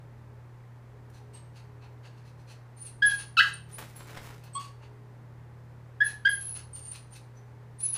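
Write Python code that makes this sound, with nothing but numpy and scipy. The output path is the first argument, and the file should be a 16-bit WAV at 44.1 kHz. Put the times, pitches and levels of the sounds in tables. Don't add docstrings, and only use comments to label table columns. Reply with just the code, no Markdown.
import sys
import numpy as np
from scipy import signal
from scipy.fft import rfft, irfft
from scipy.io import wavfile

SR = 44100
rng = np.random.default_rng(int(sys.argv[2]) if len(sys.argv) > 2 else 0)


def int16_out(signal):
    q = np.round(np.clip(np.atleast_2d(signal).T, -1, 1) * 32767)
    wavfile.write(sys.argv[1], SR, q.astype(np.int16))


N = 351565

# (frequency [Hz], relative level [dB])
FABRIC_COLOUR = [(60, -6), (200, -5), (450, -1), (1000, 0.5), (2000, 0.5), (3500, -5.5), (6000, -10),
                 (10000, -15), (15000, -19)]
SWELL_ENDS_DB = -20.5


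def amp(db):
    return 10 ** (np.asarray(db) / 20)


def unit(x):
    return x / np.sqrt(np.mean(x ** 2) + 1e-20)


def read(points, hz):
    f, value = np.transpose(points)
    return np.interp(np.log(hz + 1), np.log(np.abs(f) + 1), value)


def follow(rows):
    s, *columns = np.transpose(rows)
    t = np.arange(s[0], s[-1], 1 / SR)
    return s[0], [np.interp(t, s, column) for column in columns]


def add(mix, s, sound):
    part = mix[max(round(s * SR), 0):][:len(sound)]
    part += sound[:len(part)]


def colour(x, spectrum, tilt_db=0):
    hz = np.fft.rfftfreq(len(x), 1 / SR)
    shape_db = read(spectrum, hz) + tilt_db * np.log2((hz + 100) / 3000)
    return unit(irfft(rfft(x) * amp(shape_db), len(x)))


def wander(size, hz):
    length = SR if size <= SR else N
    f = np.fft.rfftfreq(length, 1 / SR)
    slow = rfft(rng.standard_normal(length)) * np.exp(-(f / hz) ** 2)
    return unit(irfft(slow, length))[:size]


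def hiss(size):
    return rng.standard_normal(SR)[:size]


def hum(waver=0.048, loose=0.93):
    # (frequency [Hz], level [dB])
    tones = [(59.8, -71), (83, -61.5), (120, -49), (156, -62.5), (223, -70.5), (297, -77), (359, -76),
             (416, -69)]
    t = np.arange(N) / SR
    out = np.zeros(N)
    strongest = max(db for hz, db in tones)
    for hz, db in tones:
        sway = waver if db == strongest else loose
        drift = 1 + sway * (wander(N, hz=1.7) + 1j * wander(N, hz=4.2))
        tone = drift * np.exp(2j * np.pi * (hz * t + rng.random()))
        out += amp(db) * unit(tone.real)
    return out


def air(above_hum_db=-59.35):
    # (frequency [Hz], relative level [dB])
    air_colour = [(20, -8.5), (50, 6.5), (90, 2), (190, -0.5), (400, -2.5), (540, -1.5), (680, -7),
                  (860, -3), (1300, -9.5), (1900, -11.5), (2900, -22.5), (6000, -29), (15500, -36.5)]
    rush = colour(rng.standard_normal(N), air_colour)
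    above_hum = signal.sosfilt(signal.butter(4, 200, "high", fs=SR, output="sos"), rush)
    return amp(above_hum_db) * rush / above_hum.std()


def paw(s, db, decay_s, tilt_db):
    t = np.arange(SR // 5) / SR
    burst = np.exp(-t / decay_s) * (1 - np.exp(-t / 0.00026))
    return s, amp(db) * colour(hiss(len(t)), FABRIC_COLOUR, tilt_db) * burst


def nose_rush(size, tilt_db, flutter_db=3.0):
    # (frequency [Hz], relative level [dB])
    rush_colour = [(300, -32.5), (900, -7), (2000, -3.5), (4500, -1.5), (7500, -6), (10000, -4),
                   (12000, -12.5), (15500, -16)]
    # (frequency [Hz], width [Hz], boost [dB])
    resonances = [(850, 200, 8), (1600, 250, 3), (2660, 380, 9), (4330, 480, 9), (6300, 450, 7)]
    f = np.fft.rfftfreq(size, 1 / SR) * rng.uniform(.95, 1.05)
    ring_db = sum(boost_db / (1 + (2 * (f - hz) / width) ** 2) for hz, width, boost_db in resonances)
    rung = irfft(rfft(hiss(size)) * amp(ring_db), size)
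    return colour(rung, rush_colour, tilt_db) * amp(flutter_db * wander(size, hz=40))


def sniff(s, db, tilt_db, length=.092):
    size = int(length * SR)
    swelling = np.sin(np.linspace(0, np.pi, size)) ** (3 / 2)
    return s - length / 2, amp(db) * nose_rush(size, tilt_db) * swelling


def whistle(hz, db, flutter_db=3.0):
    size = len(hz)
    quiver = 1 + .007 * wander(size, hz=200)
    phase = 2 * np.pi * np.cumsum(hz * quiver) / SR
    strength = np.sqrt(2) * amp(db + flutter_db * wander(size, hz=70))
    return strength * np.sin(phase) * signal.windows.tukey(size, .08)


def nasal_whistle(hz, db, leak_tilt_db=2.5, full_leak_db=-44, leak_growth=0.42):
    leak = amp(full_leak_db + leak_growth * db) * nose_rush(len(hz), leak_tilt_db)
    return whistle(hz, db) + leak * signal.windows.tukey(len(hz), .2)


def swell(rise, fall):
    t = np.arange(-rise, fall, 1 / SR)
    return t, np.interp(t, [-rise, 0, fall], [SWELL_ENDS_DB, 0, SWELL_ENDS_DB])


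def squeak(s, rise, fall, start_hz, peak_hz, end_hz, db):
    t, swell_db = swell(rise, fall)
    hz = np.interp(t, [-rise, 0, fall], [start_hz, peak_hz, end_hz])
    return s + t[0], nasal_whistle(hz, db + swell_db)


def voice(hz, strength, overtones_db, rough, jitter=0.0017, rough_jitter=0.12, rough_shimmer=0.34,
          breath_db=-21, breath_tilt_db=8):
    # (frequency [Hz], relative level [dB])
    throat = [(1000, -17), (2250, -18.5), (2600, -3.5), (3250, -2), (3600, -5), (3950, -11.5), (4400, -8.5),
              (5200, -21.5), (6500, -33), (8500, -33), (14000, -47)]
    size = len(hz)
    hz = hz * (1 + (jitter + rough_jitter * rough) * wander(size, hz=294))
    phase = 2 * np.pi * np.cumsum(hz) / SR
    overtones = sum(amp(read(throat, k * hz)) * np.cos(k * phase) for k in range(2, 6))
    puffs = hiss(size) * (1 + np.cos(phase))
    breath = colour(puffs, throat, breath_tilt_db) * amp(breath_db) * (1 + 3 * rough)
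    tone = np.cos(phase) + amp(overtones_db) * (overtones + breath)
    shimmer = 1 + rough_shimmer * rough * wander(size, hz=300)
    return np.sqrt(2) * strength * tone * shimmer


def yip(s, length, top_hz, scoop, db, overtones_db, fade_db_per_s, rough):
    scoop_s, sag_per_s = .024, .45
    punch_db, punch_s = 5.5, .02
    snap_db, snap_s = 4.5, .013
    tremble_db, tremble_bend = 1.5, 0.0087
    attack_s, release_s = 0.01, 0.0049
    t = np.arange(0, length, 1 / SR)
    tremble = wander(len(t), hz=61)
    climb = scoop * np.maximum(1 - t / scoop_s, 0)
    sag = sag_per_s * np.maximum(t - scoop_s, 0)
    hz = top_hz * (1 - climb - sag + tremble_bend * tremble)
    level_db = db + punch_db * np.exp(-t / punch_s) - fade_db_per_s * t + tremble_db * tremble
    edges = np.minimum(np.minimum(t / attack_s, (length - t) / release_s), 1)
    gate = np.sin(np.pi / 2 * edges) ** 2
    return s, voice(hz, amp(level_db) * gate, overtones_db + snap_db * np.exp(-t / snap_s), rough)


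def puff(start, db):
    return sniff(start + .085, db, tilt_db=-1.5, length=.14)


def bark():
    # (time [s], pitch [Hz], level [dB], overtones re the fundamental [dB])
    curve = [(3.368, 1590, -27.5, -2), (3.376, 1325, -21.5, 1), (3.389, 1290, -22, 7.5),
             (3.397, 1520, -16.5, 0.5), (3.403, 1643, -18, -13), (3.410, 1670, -11.5, -23),
             (3.417, 1600, -33, -7.5), (3.453, 1170, -42, -16), (3.47, 1050, -62.5, -22)]
    crack_at_s, crack_s = 3.395, 0.0062
    start, (hz, db, overtones_db) = follow(curve)
    t = np.arange(len(hz)) / SR
    rough = np.interp(start + t, [crack_at_s, crack_at_s + crack_s], [.05, .3])
    return start, voice(hz, amp(db) * signal.windows.tukey(len(t), .05), overtones_db, rough)


def pitch_flick(s, hz, db, rise_s=0.0072, fade_s=.022, bend=0.036):
    t, swell_db = swell(rise_s, fade_s)
    bent_hz = hz * (1 - bend * swell_db / SWELL_ENDS_DB)
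    return s + t[0], whistle(bent_hz, db + swell_db)


def rubbing(gain_db=-1.5, slips_per_s=1500, dull_db=-2.5, bright_db=5.0, scrape_db=3.5):
    # (time [s], level [dB])
    rub = [(3.68, -67), (3.7, -58.5), (3.778, -62), (3.784, -39), (3.812, -46), (3.916, -61.5),
           (4.162, -46), (4.176, -43.5), (4.208, -57), (4.256, -47), (4.304, -47.5), (4.42, -71)]
    brush_db, push_db = -78, -45
    start, (db,) = follow(rub)
    size = len(db)
    weight = np.clip((db - brush_db) / (push_db - brush_db), 0, 1)
    happens = rng.random((2, N)) < slips_per_s / SR
    slips = (happens * rng.standard_normal((2, N)))[:, :size]
    push, brush = (part * amp(scrape_db * wander(size, hz=44)) for part in slips)
    dull = np.sqrt(weight) * colour(push, FABRIC_COLOUR, dull_db)
    bright = np.sqrt(1 - weight) * colour(brush, FABRIC_COLOUR, bright_db)
    return start, amp(db + gain_db) * (dull + bright)


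def whine(rows, gain_db=-3.0):
    start, (hz, db) = follow(rows)
    return start, nasal_whistle(hz, db + gain_db)


def room(x, tail_db=-8, build_s=0.016):
    # (delay [s], level re direct [dB])
    reflections = [(.0071, -15.5), (0.0137, -9), (0.016, -16), (0.0215, -20.5), (.0315, -17.5), (.043, -20)]
    # (frequency [Hz], time [s])
    fade_times = [(200, .4), (1600, 0.31), (4000, 0.38), (10000, 0.3), (15000, 0.19)]
    hz, t, z = signal.stft(rng.standard_normal(SR * 3 // 4), SR, nperseg=256)
    fade = amp(-60 * t / read(fade_times, hz)[:, None])
    tail = signal.istft(z * fade, SR, nperseg=256)[1]
    tail *= 1 - np.exp(-(np.arange(len(tail)) / SR / build_s) ** 2)
    response = amp(tail_db) * tail / np.linalg.norm(tail)
    response[0] += 1
    for delay, db in reflections:
        response[round(delay * SR)] += amp(db)
    return signal.oaconvolve(x, response)[:N]


def scene(yips_db=-0.9, whines_db=1.0, sniffs_db=2.0):
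    # (time [s], level [dB], decay [s], tilt [dB per octave])
    paws = [(1.10, -58.5, 0.0053, 7), (3.784, -38, 0.011, 10.5), (3.962, -43, 0.016, 18),
            (4.172, -35.5, 0.007, -2), (4.38, -47, 0.0023, 0), (4.438, -53, 0.013, 7)]
    # (middle time [s], level [dB], tilt [dB per octave])
    sniffs = [(1.164, -65.5, 0), (1.369, -60, -4.5), (1.578, -63, -3), (1.842, -61, -8), (2.068, -60, -6),
              (2.181, -67.5, -3.5), (2.275, -66, -2.5), (2.412, -70.5, -0.5), (2.509, -58, -2),
              (2.882, -60.5, 0), (3.214, -48, -2.5), (4.453, -61, -7), (4.84, -62.5, -7.5),
              (6.576, -53, -2.5), (6.951, -53.5, -2), (7.161, -60, 0), (7.966, -52.5, -3.5)]
    # (loudest time [s], swell [s], fade [s], pitch at start, top and end [Hz], level [dB])
    squeaks = [(1.352, 0.02, 0.034, 8500, 8400, 8400, -50), (2.824, 0.061, 0.045, 8950, 9360, 9400, -44),
               (2.853, 0.017, 0.029, 9900, 10100, 10600, -46.5),
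               (2.868, 0.017, 0.02, 9350, 8850, 8270, -43),
               (3.075, 0.023, 0.024, 9970, 10400, 11300, -27.5),
               (3.185, .06, .05, 10300, 9650, 9700, -39.5), (3.543, 0.016, 0.0075, 9570, 8940, 8100, -41.5),
               (3.745, 0.034, 0.042, 9130, 9600, 11300, -45.5),
               (3.967, 0.014, .013, 10500, 10300, 11300, -46), (3.995, 0.041, .03, 7530, 7600, 7570, -58),
               (4.555, 0.022, 0.0099, 8260, 8150, 8200, -38.5),
               (6.063, .03, .045, 10070, 10560, 11000, -37), (7.132, 0.028, 0.04, 8700, 9200, 9000, -52),
               (7.379, .03, 0.033, 6000, 6000, 5950, -65), (7.859, 0.023, 0.036, 6320, 6400, 5500, -51),
               (7.942, 0.018, .025, 6300, 6200, 5900, -53)]
    # (time [s], length [s], top pitch [Hz], scoop up to it [0-1], level [dB],
    # settled overtones re the fundamental [dB], fade [dB per s], roughness [0-1], puff of air [dB])
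    yips = [(3.019, 0.11, 1685, .05, -20, -12.5, 85, .03, -51),
            (4.548, 0.0413, 1121, 0.05, -34.5, -13, 62, .09, -54.5),
            (6.002, .056, 1710, .05, -19.5, -20.5, 189, 0.06, -54.5),
            (6.248, 0.036, 1661, .08, -21, -12.5, -40.5, 0.02, -64)]
    # (loudest time [s], pitch there [Hz], level [dB])
    flicks = [(3.407, 2010, -23), (6.025, 1872, -23.5), (6.275, 2033, -34.5)]
    # (time [s], pitch [Hz], level [dB])
    whine_curves = [
        [(6.285, 10620, -50), (6.295, 10750, -39.5), (6.317, 11010, -34), (6.339, 9984, -36),
         (6.383, 10730, -44), (6.389, 10270, -44), (6.411, 10800, -38.5), (6.559, 10120, -39),
         (6.59, 9943, -48)],
        [(6.726, 8568, -67.5), (6.736, 8794, -41), (6.76, 9151, -42.5), (6.824, 8898, -51), (6.888, 9090, -40),
         (6.908, 8914, -52), (6.922, 9511, -32), (6.93, 9104, -53), (6.945, 9511, -49)],
        [(7.782, 8887, -62.5), (7.794, 9297, -51), (7.838, 10060, -29), (7.866, 10210, -31),
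         (7.872, 10340, -32.5), (7.922, 10640, -40), (7.94, 10210, -30.5), (7.96, 10220, -45),
         (7.97, 10680, -42)],
    ]
    calls, whines, breaths, kennel = np.zeros((4, N))
    for row in paws:
        add(kennel, *paw(*row))
    for row in sniffs:
        add(breaths, *sniff(*row))
    for row in squeaks:
        add(whines, *squeak(*row))
    for s, *shape, puff_db in yips:
        add(calls, *yip(s, *shape))
        add(breaths, *puff(s, puff_db))
    bark_start, bark_sound = bark()
    add(calls, bark_start, bark_sound)
    add(breaths, *puff(bark_start, -48.5))
    for row in flicks:
        add(calls, *pitch_flick(*row))
    add(kennel, *rubbing())
    for rows in whine_curves:
        add(whines, *whine(rows))
    calls = signal.sosfilt(signal.butter(6, 950, "high", fs=SR, output="sos"), calls)
    dog = amp(yips_db) * calls + amp(whines_db) * whines + amp(sniffs_db) * breaths
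    return (room(dog + kennel) + hum() + air())[None]


def record(dry, edge_hz=15450):
    low_pass = signal.firwin(511, edge_hz, window=("kaiser", 9), fs=SR)
    return signal.oaconvolve(dry, low_pass[None], "same")


dry = scene()
out = record(dry)
int16_out(out)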